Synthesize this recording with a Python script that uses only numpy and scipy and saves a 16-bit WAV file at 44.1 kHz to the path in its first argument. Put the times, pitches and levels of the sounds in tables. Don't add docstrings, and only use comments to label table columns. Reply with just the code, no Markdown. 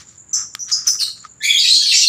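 import sys
import numpy as np
from scipy import signal
from scipy.fft import rfft, irfft, next_fast_len
from scipy.io import wavfile
from scipy.ndimage import uniform_filter1d, minimum_filter1d, map_coordinates

SR = 44100
rng = np.random.default_rng(int(sys.argv[2]) if len(sys.argv) > 2 else 0)


def unload_audio(sound):
    columns = np.transpose(np.atleast_2d(sound))
    steps = np.round(np.clip(columns, -1, 1) * 32767)
    wavfile.write(sys.argv[1], SR, steps.astype(np.int16))


def undo_db(level):
    steps = np.asarray(level, float) / 20
    return 10 ** steps


N = 92036

# start in seconds, length in seconds, first pitch in Hz, last pitch in Hz, level in dB.
CLEAR_CHIRPS = [
    (.33, 0.0079, 6250, 5600, -16),
    (.334, 0.0064, 7450, 7070, -18.5),
    (.337, 0.0098, 6480, 5480, -18.5),
    (.343, 0.0089, 5804, 5120, -20.5),
    (.714, .007, 7310, 4530, -17.5),
    (.718, 0.0084, 7230, 6430, -25),
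    (.72, 0.013, 4770, 5370, -19),
    (1.404, 0.0154, 1714, 1768, -32),
    (.592, 0.017, 5836, 6015, -25.5),
    (.64, 0.0083, 5850, 5700, -53),
]
# start in seconds, length in seconds, first pitch in Hz,
# last pitch in Hz, level in dB.
RASPY_CHIRPS = [
    (.869, 0.00726, 6600, 5300, -14.5),
    (.866, .005, 7600, 5300, -19),
    (.873, 0.009, 5410, 4550, -15.5),
    (.988, 0.0178, 3150, 2650, -31),
    (.992, 0.013, 5200, 5820, -22.5),
    (.996, 0.01354, 4750, 4250, -25.5),
    (1.008, .026, 4500, 3950, -25),
    (0.91, 0.0045, 6200, 8600, -26.5),
    (1.0, 0.0065, 3530, 3380, -37),
]
# start in seconds, length in seconds, first pitch in Hz, last pitch in Hz, level in dB.
SQUAWKS = [(1.463, 0.032, 2406, 2510, -33.5), (1.638, 0.0242, 2487, 2600, -30),
           (1.99, 0.043, 2818, 2720, -34.5), (1.418, 0.0158, 1969, 2094, -37),
           (1.43, 0.0454, 2166, 2310, -26), (1.465, 0.0403, 2385, 2431, -29),
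           (1.52, 0.0313, 2076, 2213, -28.5), (1.63, 0.0263, 1965, 2003, -34.5),
           (1.648, 0.0167, 2446, 2509, -32.5), (1.68, 0.02, 2620, 2874, -42),
           (1.80, 0.0317, 1604, 1738, -42.5), (1.852, 0.058, 3010, 3152, -38.5),
           (1.9, 0.035063, 2984, 2351, -27.5), (1.935, 0.019, 2250, 2316, -29),
           (1.97, 0.06, 3000, 3070, -56), (2.03, 0.028, 2750, 2791, -31), (1.43, 0.0235, 3698, 3323, -30.5)]
# start in seconds, length in seconds, first pitch in Hz, last pitch in Hz, level in dB.
WHISTLES = [(1.408, 0.011, 3500, 3550, -37), (1.42, 0.011, 4030, 3770, -26.5),
            (1.632, 0.013, 5800, 5950, -24.5), (1.645, 0.026, 7330, 7840, -33),
            (1.68, 0.035, 7830, 7282, -33), (1.955, 0.041, 7300, 7268, -40),
            (1.99, 0.023, 7368, 6960, -32.5), (1.965, 0.025, 4650, 4800, -22),
            (2.03, 0.015, 8320, 8040, -34), (2.062, 0.021, 6077, 5940, -26),
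            (2.01, 0.029, 4200, 4280, -23.5), (1.484, 0.031, 3450, 3346, -17.5),
            (1.46, 0.025, 4850, 4970, -38), (1.425, 0.0359, 4160, 4610, -35),
            (1.53, 0.038, 3350, 3326, -22.5), (1.553, 0.015, 3250, 3265, -18.5),
            (1.566, 0.024, 3400, 4033, -17.5), (1.53, 0.046, 6300, 6910, -34),
            (1.575, 0.037, 6900, 6820, -34.5), (1.575, 0.0314, 7700, 7220, -35),
            (1.58, 0.0219, 5062, 4536, -20), (1.59, 0.0495, 4540, 4407, -22), (1.62, 0.06, 3934, 3860, -26),
            (1.655, 0.026, 4930, 5060, -23), (1.675, 0.051, 4282, 3916, -21),
            (1.708, 0.026, 4130, 4141, -11.5), (1.74, 0.026, 4570, 4606, -20),
            (1.755, 0.022, 3300, 3321, -23.5), (1.77, 0.034, 4200, 4145, -35),
            (1.765, 0.026, 7200, 6360, -29), (1.785, 0.039, 4420, 4619, -22),
            (1.835, 0.05, 4573, 4215, -21.5), (1.825, 0.018, 6180, 5900, -27.5),
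            (1.872, 0.035, 4000, 4104, -20.5), (1.93, 0.035, 4751, 4544, -21.5),
            (1.93, 0.025, 6950, 7420, -22), (1.945, .014, 5400, 5760, -11), (1.96, 0.027, 6300, 5830, -21),
            (1.99, 0.041, 5900, 5560, -21.5), (2.05, .016, 4600, 4595, -15.5),
            (2.063, 0.04, 4220, 4090, -6)]
CHIRP_OVERTONES = [-1, -12.5, -10.5]
SQUAWK_OVERTONES = [2, -7.5, -8, -19, -11.5, -21.5]
WHISTLE_OVERTONES = [-1, -20.5, -23.5, -16]
# time in seconds, level in dB, centre pitch in Hz.
FLOCK_COURSE = [
    (1.42, -46, 3840),
    (1.56, -63, 4520),
    (1.599, -35, 4502),
    (1.679, -30, 4395),
    (1.781, -38.5, 5100),
    (1.9, -30, 3900),
    (1.999, -31, 4960),
    (2.09, -28, 4283),
]
# frequency in Hz, time to decay by 60 dB in seconds.
ROOM_DECAY = [(500, .4), (2000, .33), (4000, .33), (8000, .34), (11000, .26), (15000, .22)]
# middle
# in seconds, half length in seconds, level in dB, brightness in dB per octave.
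CLOTH_RUBS = [(0, 0.033, -41.5, 0), (0.106, 0.067, -55, 1), (0.396, 0.048, -41.5, -9),
              (0.57, 0.023, -49.5, -14.5), (0.701, 0.017, -33, 0.5), (0.79, 0.1, -48.5, -7),
              (0.882, 0.02, -31.5, -0.5), (0.946, 0.027, -44, -8), (1.025, 0.015, -30, 3),
              (1.079, 0.024, -40.5, 1.5), (1.177, 0.013, -49, 0), (1.254, 0.02, -45.5, -2)]
# frequency in Hz, level in dB.
CLOTH_SPECTRUM = [(350, -78), (600, -35), (1610, -10), (2800, -16.5), (3430, -12), (5260, -12), (5870, -8),
                  (10600, -29), (16000, -27.5)]
# start in seconds, peak level in dB, brightness in dB per octave, case ring in dB.
PHONE_TICKS = [
    (0.5508, -7.5, -5, 3),
    (.716, -23.5, -7.5, 17),
    (1.242, -37.5, -27, 19),
    (1.25, -23.5, -12.5, 19.5),
]
# start in seconds, length in seconds, pitch in Hz, level in dB.
DOVE_COOS = [
    (0.906, 0.223, 400, -56.5),
    (1.72, 0.086, 320.4, -40),
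]
# frequency in Hz, level in dB.
BACKGROUND_SPECTRUM = [(15, -38), (25, -14), (114, -2), (679, -26), (798, -24.5), (1450, -25), (6000, -52),
                       (7800, -73.5), (13200, -120)]
# frequency in Hz, gain in dB.
MICROPHONE_RESPONSE = [(28, -22), (45, -14), (70, -5.5), (8000, 3), (10000, -3.5), (13500, -15.5),
                       (14600, -7.5), (15550, -9), (15750, -43), (17000, -46)]

CASE_HZ = 1257


def unit(x):
    return x / np.sqrt(np.mean(x ** 2) + 1e-20)


def along(points, hz):
    f, value = np.transpose(points)
    return np.interp(np.log(hz + 1), np.log(f + 1), value)


def filtered(x, response):
    size = next_fast_len(len(x) + 8192)
    f = np.fft.rfftfreq(size, 1 / SR)
    return irfft(rfft(x, size) * response(f), size)[:len(x)]


def peak(f, hz, width_hz):
    return 1j * f * width_hz / (hz * hz - f * f + 1j * f * width_hz)


def tilt(f, db_per_octave):
    return undo_db(db_per_octave * np.log2(np.maximum(f, 1300) / 1300))


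def wobble(rate_hz, size):
    knots = rng.standard_normal(int(SR * rate_hz / 8000) + 8)
    return map_coordinates(knots, [np.arange(size) * rate_hz / SR], mode="wrap")


def sing(notes, overtones_db, attack_s, jitter, flutter_db, rasp=0, fizz_db=-90):
    out = np.zeros(N + SR)
    for start, length, first, last, db in notes:
        n = max(round(length * SR), 8)
        u = np.arange(n) / n
        pitch = (first + (last - first) * u) * (1 + jitter * wobble(305, n))
        phase = 2 * np.pi * np.cumsum(pitch) / SR
        ramps = np.clip(np.minimum(u, 1 - u) * length / attack_s, 0, 1) ** 2
        envelope = ramps * undo_db(db + flutter_db * wobble(255, n))
        tone = np.zeros(n)
        for k, overtone_db in enumerate(overtones_db):
            if max(first, last) * (k + 1) < .45 * SR:
                effort_db = 0.616 * min(db + 35.5, 0) * min(k, 2)
                tone += undo_db(overtone_db + effort_db) * np.sin((k + 1) * phase)
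        fizz = np.diff(rng.standard_normal(n + 2), 2)
        voice = tone * (1 + rasp * wobble(894, n)) + undo_db(fizz_db) * fizz
        out[round(start * SR):][:n] += envelope * voice
    return out[:N]


def clear_chirps():
    return sing(CLEAR_CHIRPS, [0, -20, -28], attack_s=0.00117, jitter=0.017, flutter_db=1.5,
                rasp=0.22, fizz_db=-51)


def raspy_chirps():
    return sing(RASPY_CHIRPS, CHIRP_OVERTONES, attack_s=0.0011, jitter=0.0327, flutter_db=4,
                rasp=0.21, fizz_db=-18.5)


def squawks():
    return sing(SQUAWKS, SQUAWK_OVERTONES, attack_s=0.0042, jitter=0.0294, flutter_db=3.5,
                rasp=0.18, fizz_db=-15)


def whistles():
    return sing(WHISTLES, WHISTLE_OVERTONES, attack_s=.004, jitter=.012, flutter_db=2.5,
                rasp=0.34, fizz_db=-29)


def chatter(count):
    t, db, centre_hz = np.transpose(FLOCK_COURSE)
    place, stretch = rng.random((2, count))
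    spread, glide, loudness = rng.standard_normal((3, count))
    start = t[0] + (N / SR - t[0]) * (np.arange(count) + place) / count
    length = 0.012609 * (.5 + stretch)
    first = np.interp(start, t, centre_hz) * np.exp(.26 * np.clip(spread, -2, 2))
    last = first * np.exp(0.16088 * glide)
    notes = zip(start, length, first, last, np.interp(start, t, db) + 2 * loudness)
    return sing(notes, WHISTLE_OVERTONES, attack_s=0.00082, jitter=0.0335, flutter_db=2,
                rasp=0.74, fizz_db=-30)


def parrots():
    calls = clear_chirps() + raspy_chirps() + squawks() + whistles() + chatter(count=260)
    return filtered(calls, lambda f: 1 / (1 + (1680 / (f + 1)) ** 8))


def room(x):
    uneven_db = 3 * wobble(705, SR)
    hz, t, z = signal.stft(rng.standard_normal(SR) * undo_db(uneven_db), SR, nperseg=128)
    power = uniform_filter1d(abs(z) ** 2, size=9, axis=1)
    z = z / np.sqrt(uniform_filter1d(power, size=3, axis=0))
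    decay = undo_db(-60 * t / along(ROOM_DECAY, hz)[:, None])
    tail = signal.istft(z * decay, SR, nperseg=128)[1]
    tail = tail * (1 - np.exp(-np.arange(len(tail)) / (.001 * SR)))
    echoes = signal.fftconvolve(x, tail / np.linalg.norm(tail))[:N]
    return undo_db(-2.5) * x + undo_db(7) * echoes


def rustle():
    t, out = np.arange(N) / SR, np.zeros(N)
    for middle, half, db, bright_db in CLOTH_RUBS:
        grain_db = 2.5 * rng.standard_normal(N // 40 + 1).repeat(40)[:N]
        grains = rng.standard_normal(N) * undo_db(grain_db)

        def colour(f):
            case = 1 + undo_db(11.5) * peak(f, CASE_HZ, 89)
            return undo_db(along(CLOTH_SPECTRUM, f)) * tilt(f, bright_db) * case

        swell = np.exp(-((t - middle) / half) ** 2)
        out += undo_db(db) * swell * unit(filtered(grains, colour))
    return out


def ticks():
    out, t = np.zeros(N), np.arange(4096) / SR
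    for start, db, bright_db, ring_db in PHONE_TICKS:
        decay = undo_db(-60 * t / .006) + undo_db(-34.5 - 60 * t / 0.18)
        crack = 2 * (t == 0) + rng.standard_normal(len(t)) * decay

        def colour(f):
            low_cut = (1j * f / (1400 + 1j * f)) ** 4
            return tilt(f, bright_db) * low_cut * (1 + undo_db(ring_db) * peak(f, CASE_HZ, 76.47))

        crack = filtered(crack, colour)
        out[round(start * SR):][:len(t)] += undo_db(db) * crack / abs(crack).max()
    return out


def cricket():
    t = np.arange(N) / SR - .09
    phrase_s, syllable_s = .1115, .0223
    swell_db = 7 * np.cos(2 * np.pi * t / phrase_s) + 4 * np.cos(2 * np.pi * t / syllable_s)
    clicks = rng.standard_normal(N) * (rng.random(N) < .1)
    clicks = clicks * undo_db(swell_db + 2 * wobble(6.93, N))
    scrape = clicks + 0.18 * rng.standard_normal(N)
    return undo_db(-49) * unit(filtered(scrape, lambda f: peak(f, 7080, 710) ** 3))


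def dove():
    notes = [(start, length, hz, hz, db) for start, length, hz, db in DOVE_COOS]
    return sing(notes, [0], attack_s=.025, jitter=.01, flutter_db=1)


def traffic():
    noise = filtered(rng.standard_normal(N), lambda f: undo_db(along(BACKGROUND_SPECTRUM, f)))
    return undo_db(-51.5 + 1.2 * wobble(5, N)) * unit(noise)


def scene():
    return (room(parrots()) + rustle() + ticks() + cricket() + dove() + traffic())[None]


def top_cut(x):
    return signal.sosfilt(signal.butter(12, 16640, fs=SR, output="sos"), x)


def record(dry):
    x = dry[0] + undo_db(-67.5) * rng.standard_normal(N)
    x = filtered(x, lambda f: undo_db(along(MICROPHONE_RESPONSE, f)))
    hold = round(.008 * SR)
    gain = np.minimum(1, .95 / (abs(x) + 1e-9))
    gain = uniform_filter1d(minimum_filter1d(gain, 2 * hold), hold)
    return top_cut((x * gain)[None])


dry = scene()
out = record(dry)
unload_audio(out)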